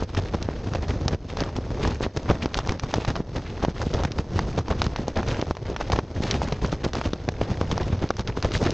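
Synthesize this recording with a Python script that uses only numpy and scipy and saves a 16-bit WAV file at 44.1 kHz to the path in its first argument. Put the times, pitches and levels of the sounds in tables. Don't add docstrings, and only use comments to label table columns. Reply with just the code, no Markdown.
import sys
import numpy as np
from scipy import signal
from scipy.fft import rfft, irfft
from scipy.io import wavfile

SR = 44100
rng = np.random.default_rng(int(sys.argv[2]) if len(sys.argv) > 2 else 0)


def waveform_to_disk(signal):
    frames = np.transpose(np.atleast_2d(signal))
    scaled = np.clip(frames, -1, 1) * 32767
    samples = np.round(scaled).astype(np.int16)
    wavfile.write(sys.argv[1], SR, samples)


N = 384993

# strike_s, relative_peak_db, sharpness_hz
PANEL_THUMPS = [(0.0245, -10.5, 327.0), (0.3486, -8, 262.0), (0.4886, -8.5, 334.0), (0.7205, -18.5, 110),
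                (0.757, -12.5, 397.0), (0.961, -16, 118.0), (1.0606, -13, 110.0), (1.133, -10, 188.0),
                (1.4228, -11.5, 230.0), (1.5873, -11, 196.0), (2.0079, -11, 306.0), (2.0651, -9.5, 320.0),
                (2.3129, -9.5, 106.0), (2.4591, -13.5, 260.0), (2.7224, -13.5, 260.0), (2.9835, -11, 226.0),
                (3.2047, -10.5, 186.0), (3.6388, -8.5, 342.0), (3.684, -9, 188.0), (3.869, -9.5, 167.0),
                (4.054, -12, 148.0), (4.1944, -12.5, 196.0), (4.4005, -16, 180), (4.589, -12, 420.0),
                (4.8683, -12, 107.0), (4.9962, -12.5, 130.0), (5.0818, -13.5, 350.0), (5.1781, -13, 306.0),
                (5.4263, -8, 327.0), (5.5102, -9.5, 327.0), (5.904, -17, 130.0), (5.989, -5, 359.0),
                (6.2053, -11.5, 150.0), (6.5257, -16, 150.0), (6.649, -12, 150.0), (6.7287, -10.5, 294.0),
                (6.8646, -10, 267.0), (7.1344, -9.5, 277.0), (7.2805, -14, 300), (7.2882, -13.5, 143.0),
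                (7.6138, -5.5, 300.0), (7.728, -16.5, 155.0), (7.903, -14.5, 137.0), (7.9299, -12, 90.0),
                (8.0418, -12.5, 262.0), (8.105, -14, 432.0), (8.2038, -15, 148), (8.375, -15, 204.0),
                (8.645, -15, 313.0)]
# snap_s, relative_knock_db, relative_crack_db
FOLD_SNAPS = [(0.1486, -16.5, -26), (0.176, -35, -19.5), (0.3444, -13.5, -25), (0.4269, -51, -15),
              (0.736, -14.5, -27), (0.7507, -16, -27), (0.8837, -23, -25.5), (1.0813, -11, -6.5),
              (1.371, -12, -23), (1.405, -15, -16), (1.4369, -14.5, -28), (1.4909, -19, -48),
              (1.5651, -24, -22.5), (1.8512, -7, -34), (1.875, -17, -16.5), (2.1725, -20, -15.5),
              (2.31, -7.5, -26), (2.4584, -9.5, -24), (2.544, -18, -10.5), (2.5536, -15, -31),
              (2.589, -8.5, -17), (2.674, -13, -21.5), (2.7213, -15.5, -19.5), (2.7966, -20, -18),
              (2.836, -12.5, -27), (2.94, -5, -11.5), (3.049, -11, -27), (3.103, -14, -21),
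              (3.1558, -13, -27), (3.1635, -12.5, -27), (3.6491, -3.5, -25), (3.817, -9.5, -21.5),
              (3.9389, -34, -17.5), (3.9809, -19, -44), (4.036, -12, -18.5), (4.0499, -7.5, -17),
              (4.119, -32, -20), (4.187, -7.5, -24.5), (4.3914, -3, -28), (4.5888, -22, -20),
              (4.6826, -13, -30), (4.7108, -22, -31), (4.8184, -5.5, -12), (4.842, -37, -18),
              (4.8655, -12.5, -26), (4.9612, -10, -22.5), (5.0815, -15.5, -17.5), (5.173, -14, -24),
              (5.2301, -14.5, -39), (5.4144, -25, -17.5), (5.4688, -20, -35), (5.51, -16.5, -26),
              (5.5517, -26, -33), (5.569, -16, -35), (5.7634, -10.5, -26), (5.811, -7.5, -49),
              (5.9003, -8, -39), (5.92, -15.5, -15), (5.934, -10, -48), (5.9895, -5, -55),
              (6.237, -28, -19), (6.3113, -48, -4), (6.418, -8, -48), (6.4857, -14.5, -25.5),
              (6.5244, -27, -19), (6.6467, -10, -30), (6.727, -15.5, -27), (6.8492, -20, -18.5),
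              (6.9338, -18, -17.5), (6.9534, -9, -22), (7.0138, -9, -51), (7.1335, -18, -18.5),
              (7.2884, -3.5, -19), (7.6128, -13.5, -22.5), (7.7144, -11.5, -17.5), (7.779, -8.5, -20.5),
              (8.0903, -34, -25), (8.1054, -1.5, -32), (8.168, -23, -23), (8.1946, -17, -19),
              (8.2078, -22, -25), (8.275, -35, -18.5), (8.3726, -14, -30), (8.4264, -14, -13),
              (8.4466, -11, -20), (8.5188, -23, -19), (8.706, -40, -12.5)]
# middle_s, relative_level_db, length_s, brightness_db
CREASE_RASPS = [(0.01, -39.5, 0.012, -5), (0.174, -32.5, 0.014, 3), (0.337, -36.0, 0.0073, -3),
                (0.751, -31.5, 0.0061, -2), (0.827, -42, 0.012, -1), (0.901, -39.5, 0.017, -0.0),
                (1.129, -40.5, 0.0093, -3), (1.3, -49.5, 0.055, 5.5), (1.397, -38.5, 0.054, -1.5),
                (1.559, -35.0, 0.011, -3), (1.831, -37, 0.066, -2), (2.031, -34.5, 0.019, 3.5),
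                (2.164, -28, 0.0018, 3), (2.295, -38, 0.027, -5), (2.425, -39, 0.018, 9.5),
                (2.574, -34.0, 0.012, 4), (2.693, -31.5, 0.0035, 3), (2.829, -40, 0.0038, 1.0),
                (2.943, -41.5, 0.032, -5), (3.083, -30.5, 0.012, 0), (3.171, -44, 0.011, -5),
                (3.364, -34, 0.011, -2.5), (3.627, -33, 0.005, 10), (3.817, -41.5, 0.024, -3.0),
                (3.942, -33.5, 0.017, -6.5), (3.99, -37, 0.019, -4.5), (4.184, -36.0, 0.0095, -1),
                (4.367, -39.5, 0.02, 5), (4.577, -33.5, 0.0074, 3), (4.706, -34.5, 0.018, -3.5),
                (4.8, -42, 0.027, -0.0), (4.846, -39, 0.012, 3), (4.985, -40, 0.017, 4),
                (5.073, -39.5, 0.0065, -8), (5.171, -33.5, 0.021, -6.5), (5.287, -37, 0.078, 0.5),
                (5.683, -45.5, 0.038, -9), (5.813, -41.0, 0.02, 6), (5.93, -31.5, 0.0074, -1),
                (5.958, -34, 0.0055, -6), (6.181, -44, 0.059, -3.5), (6.237, -36.0, 0.053, 6.5),
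                (6.331, -36.5, 0.036, 0.5), (6.428, -40.5, 0.05, -1), (6.523, -30.5, 0.0034, -6),
                (6.628, -37, 0.035, -2), (6.723, -36.5, 0.01, 11), (6.842, -39.5, 0.02, 9),
                (6.95, -39.5, 0.028, 3), (7.047, -35, 0.025, 0), (7.413, -32, 0.0056, -0.5),
                (7.511, -42, 0.005, 18), (7.716, -37, 0.0081, 8), (7.806, -41.5, 0.022, -11),
                (7.929, -35.5, 0.0047, -4.0), (8.026, -40, 0.023, -7), (8.188, -37, 0.014, 3),
                (8.283, -40.5, 0.016, -3.5), (8.369, -41, 0.015, 9), (8.449, -35.5, 0.026, -2.5),
                (8.545, -34.5, 0.033, 12.5), (8.635, -33, 0.06, 0)]
# time_s, relative_buffet_db, relative_crinkle_db
WIND_GUSTS = [(0.0, -36.5, -49), (0.95, -31, -54.5), (1.92, -32.5, -48.5), (2.14, -39, -52),
              (3.01, -33.5, -44), (3.21, -34.5, -55), (3.77, -33.5, -44), (4.35, -29, -52.5),
              (5.15, -37.5, -50.5), (6.15, -32.5, -49), (7.03, -38.5, -55.5), (7.78, -30, -47),
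              (8.24, -37, -54), (8.73, -33.5, -45)]
# start_s, depth_db, recovery_s
TAUT_LULLS = [(0.04, 17, 0.059), (1.13, 16.5, 0.61), (2.08, 11, 0.074), (2.74, 11.5, 0.15),
              (3.21, 17.5, 0.13), (3.702, 15.5, 0.091), (4.07, 11, 0.15), (4.21, 14, 0.14),
              (4.609, 21, 0.053), (5.518, 18, 0.14), (5.72, 21, 0.069), (6.0, 12.5, 0.46),
              (7.15, 10, 0.053), (8.11, 9.5, 0.095), (8.22, 20, 0.033)]
# frequency_hz, relative_level_db (per Hz)
BUFFET_COLOUR = [(20, -29.5), (48, -2.5), (87, 2), (200, -8.5), (500, -14), (1200, -28), (3000, -39.5)]
# frequency_hz, relative_level_db (per Hz)
CRINKLE_COLOUR = [(300, 10.5), (800, 4), (1700, -6), (3500, -7), (5800, -15), (8000, -4.5)]
# frequency_hz, relative_level_db (per Hz)
RUMBLE_COLOUR = [(20, -13), (45, -5.5), (80, -10), (150, -20.5), (300, -50.5)]

CUTOFF_HZ = 9700
HUSH_S, LULL_LOW_SHARE = 0.014, 0.61
HEAVE_ABOVE_DB, HEAVE_FOLLOWS, HEAVE_LAG_S, HEAVE_EXTRA_S = 8.5, 0.55, 0.007, 0.013


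def amp(db):
    return 10 ** (np.asarray(db) / 20)


def rms_one(x):
    return x / np.sqrt(np.mean(x ** 2) + 1e-20)


def drift(rate_hz):
    r = np.exp(-20 * np.pi * rate_hz / SR)
    noise = rng.standard_normal(N // 10 + 4002)
    slow = signal.lfilter([1], [1, -2 * r, r * r], noise)[4000:]
    return np.interp(np.arange(N) / 10, np.arange(len(slow)), rms_one(slow))


def grains(per_s, spread_db):
    sizes = amp(spread_db * np.minimum(rng.exponential(1, N), 3))
    signed = sizes * rng.choice([-1, 1], N)
    return rms_one(signed * (rng.random(N) < per_s / SR))


def coloured(x, spectrum):
    size = 2 ** 14
    hz, level_db = np.transpose(spectrum)
    grid_hz = np.maximum(np.arange(size // 2 + 1) * SR / size, 1)
    grid_db = np.interp(np.log(grid_hz), np.log(hz), level_db)
    cepstrum = irfft(np.log(amp(grid_db)))
    cepstrum[1:size // 2] *= 2
    cepstrum[size // 2:] = 0
    impulse = irfft(np.exp(rfft(cepstrum)))
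    return rms_one(signal.fftconvolve(x, impulse)[:N])


def add(out, s, sound):
    at = round(s * SR)
    out[at:at + len(sound)] += sound


def shaken_cloth(level_db, spectrum, per_s, spread_db, grain_share, flicker_db):
    air = np.sqrt(1 - grain_share) * rng.standard_normal(N)
    jerks = np.sqrt(grain_share) * grains(per_s, spread_db)
    return amp(level_db) * coloured((air + jerks) * amp(flicker_db), spectrum)


def buffet_level(calm_db):
    power, t = amp(2 * calm_db), np.arange(N) / SR
    for s, level_db, length, _ in CREASE_RASPS:
        near = slice(max(round((s - .15) * SR), 0), round((s + .2) * SR))
        late = t[near] - s - HEAVE_LAG_S
        lean = np.where(late < 0, 3, 1.5)
        heave_db = HEAVE_FOLLOWS * (level_db + 36) - 36 + HEAVE_ABOVE_DB
        power[near] += amp(2 * heave_db) * np.exp(-(lean * late / (length + HEAVE_EXTRA_S)) ** 2)
    return 10 * np.log10(power)


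def buffeting(buffet_db, gusts):
    flicker_db = 5.9 * np.tanh(.5 * gusts + 0.34 * drift(18.0))
    return shaken_cloth(buffet_db + 2.5, BUFFET_COLOUR, per_s=250.0, spread_db=3.5,
                        grain_share=0.44, flicker_db=flicker_db)


def crinkle_level(slack_db):
    power, bright, t = amp(2 * slack_db), np.zeros(N), np.arange(N) / SR
    for s, level_db, length, bright_db in CREASE_RASPS:
        near = slice(max(round((s - .15) * SR), 0), round((s + .15) * SR))
        lean = np.where(t[near] < s, 2.2, .75)
        shape = np.exp(-.9 * np.abs(2 * lean * (t[near] - s) / length) ** 1.24)
        swell = amp(2 * level_db) * shape
        power[near] += swell
        bright[near] += bright_db * swell
    return 10 * np.log10(power), bright / power


def crinkling(crinkle_db, flicker_db):
    return shaken_cloth(crinkle_db + 6.5, CRINKLE_COLOUR, per_s=800.0, spread_db=6.0,
                        grain_share=0.36, flicker_db=flicker_db)


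def crackle(level_db, per_s, spread_db, tilt_db, cycles):
    pops, dealt, out = grains(per_s, spread_db), rng.integers(0, 8, N), 0
    for k, hz in enumerate(np.geomspace(400, 6000, 8)):
        r, w = np.exp(-hz / cycles / SR), 2 * np.pi * hz / SR
        struck = pops * (dealt == k) + 1e-18
        ring = signal.lfilter([np.sin(w)], [1, -2 * r * np.cos(w), r * r], struck)
        out = out + amp(tilt_db * k) * ring
    return amp(level_db) * rms_one(out)


def patchy(x, bright_db, patch_db, rate_hz):
    out, rest = 0, x
    for edge_hz, share in ((900, -1), (1900, -0.067), (3800, 0.81)):
        below = signal.lfilter(*signal.butter(1, edge_hz, fs=SR), rest)
        out = out + below * amp(share * bright_db + patch_db * drift(rate_hz))
        rest = rest - below
    return out + rest * amp(.5 * bright_db + patch_db * drift(rate_hz))


def lull_level():
    out, t = np.zeros(N), np.arange(N) / SR
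    for s, depth_db, recovery in TAUT_LULLS:
        near = slice(round(s * SR), round((s + recovery) * SR))
        late = np.maximum(t[near] - s, 0)
        drop = 1 - np.exp(-late / HUSH_S)
        climb = 1 - (late / recovery) ** 1.42
        out[near] -= depth_db * drop * climb
    return out


def thumps(rebound_hz, damping):
    out, t = np.zeros(N + 600), (np.arange(600) - 200) / SR
    for s, peak_db, hz in PANEL_THUMPS:
        pull = np.exp(-np.abs(t * hz * np.where(t < 0, 12, 6)) ** 1.5)
        bulge = .3 * np.exp(-(4 * t * hz + 1) ** 2)
        add(out, s, amp(peak_db + 0.5) * (bulge - pull))
    w = 2 * np.pi * rebound_hz
    spring = signal.bilinear([1, 0, 0], [1, 2 * damping * w, w * w], SR)
    return signal.lfilter(*spring, out[200:N + 200])


def snaps():
    out, t = np.zeros(N + 1200), (np.arange(1200) - 200) / SR
    after = np.maximum(t, 0)
    for s, knock_db, crack_db in FOLD_SNAPS:
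        chance = rng.standard_normal(3)
        slips, hiss = rng.standard_normal((2, len(t)))
        knock_hz, crack_hz = [900, 4700] * amp(1.5 * np.clip(chance[:2], -2, 2))
        knock_hz *= amp(0.08 * np.clip(crack_db - knock_db + 9, -25, 0))
        lean = np.where(t < 0, 3.5, 1.8)
        knock = -np.sin(2 * np.pi * knock_hz * t) * np.exp(-(t * knock_hz * lean) ** 2)
        crack = -np.sin(2 * np.pi * crack_hz * t) * np.exp(-(t * crack_hz * 2.33) ** 2)
        blow = amp(knock_db - 4.0) * knock + amp(crack_db + 3.5) * crack
        fade = np.exp(-np.arange(len(t)) / SR / 0.0037) * amp(-6.5)
        repeats = np.sign(slips) * (np.abs(slips) > 2.6) * fade
        repeats[0] = 1
        dull = rms_one(signal.lfilter(*signal.iirpeak(1.77 * knock_hz, 1.0, SR), hiss))
        bright = rms_one(signal.lfilter(*signal.iirpeak(crack_hz, 0.8, SR), hiss))
        rattle = dull * amp(knock_db - 19.5) + bright * amp(crack_db - 14.5)
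        decay_s = 0.0031 * amp(2 * chance[2])
        swell = np.exp(-after / decay_s + np.minimum(t, 0) / 0.00033)
        add(out, s, np.convolve(blow, repeats)[:len(t)] + rattle * swell)
    return out[200:N + 200]


def ticks(level_db, per_s, spread_db, rattle_s):
    out, r = 0, np.exp(-1 / (rattle_s * SR))
    for band_hz in ([700, 2800], [1500, 2070], [3000, 16000]):
        flicks = np.abs(grains(per_s / 3, spread_db)) + 1e-18
        swell = signal.lfilter([1], [1, -r], flicks)
        rattle = swell * rng.standard_normal(N)
        out = out + rms_one(signal.lfilter(*signal.butter(1, band_hz, "band", fs=SR), rattle))
    return amp(level_db) * rms_one(out)


def wind_rumble(buffet_db):
    return amp(buffet_db - 4.0) * coloured(rng.standard_normal(N), RUMBLE_COLOUR)


def wind_rush(slack_db):
    return amp(0.56 * (slack_db + 51.5) - 59.0) * coloured(rng.standard_normal(N), CRINKLE_COLOUR)


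def wide_hiss(crinkle_db, flicker_db):
    band = signal.cheby2(8, 50, [2900, 6400], "band", fs=SR, output="sos")
    hiss = signal.sosfilt(band, rng.standard_normal(N) * amp(flicker_db))
    return rms_one(hiss) * amp(.5 * crinkle_db - 38)


def scene():
    s, calm_db, slack_db = np.transpose(WIND_GUSTS)
    t, lull_db = np.arange(N) / SR, lull_level()
    calm_db = np.interp(t, s, calm_db)
    slack_db = np.interp(t, s, slack_db) + lull_db
    buffet_db = buffet_level(calm_db + LULL_LOW_SHARE * lull_db)
    crinkle_db, bright_db = crinkle_level(slack_db)
    gusts = drift(55.0)
    flicker_db = 2 * gusts + 2 * drift(130.0)

    buffet = buffeting(buffet_db, gusts)
    crinkle = crinkling(crinkle_db, flicker_db)
    pops = crackle(crinkle_db + 3.0 + 2.0 * gusts, per_s=900.0, spread_db=6.0, tilt_db=-1.0, cycles=1.1)
    cloth = patchy(crinkle + pops + wind_rush(slack_db), bright_db, patch_db=4.0, rate_hz=19.0)
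    strikes = thumps(rebound_hz=67.0, damping=0.34) + snaps()
    tick_db = 0.85 * (crinkle_db + 44.5) - 47.0
    flicks = ticks(tick_db, per_s=120.0, spread_db=5.5, rattle_s=0.0026)
    mid = buffet + cloth + strikes + flicks + wind_rumble(buffet_db)
    side = wide_hiss(crinkle_db, flicker_db)
    return mid + side * np.array([[1], [-1]])


def record(dry):
    dull = signal.sosfilt(signal.butter(10, 6400, fs=SR, output="sos"), dry)
    return signal.sosfilt(signal.cheby2(10, 20, CUTOFF_HZ, fs=SR, output="sos"), dull)


dry = scene()
out = record(dry)
waveform_to_disk(out)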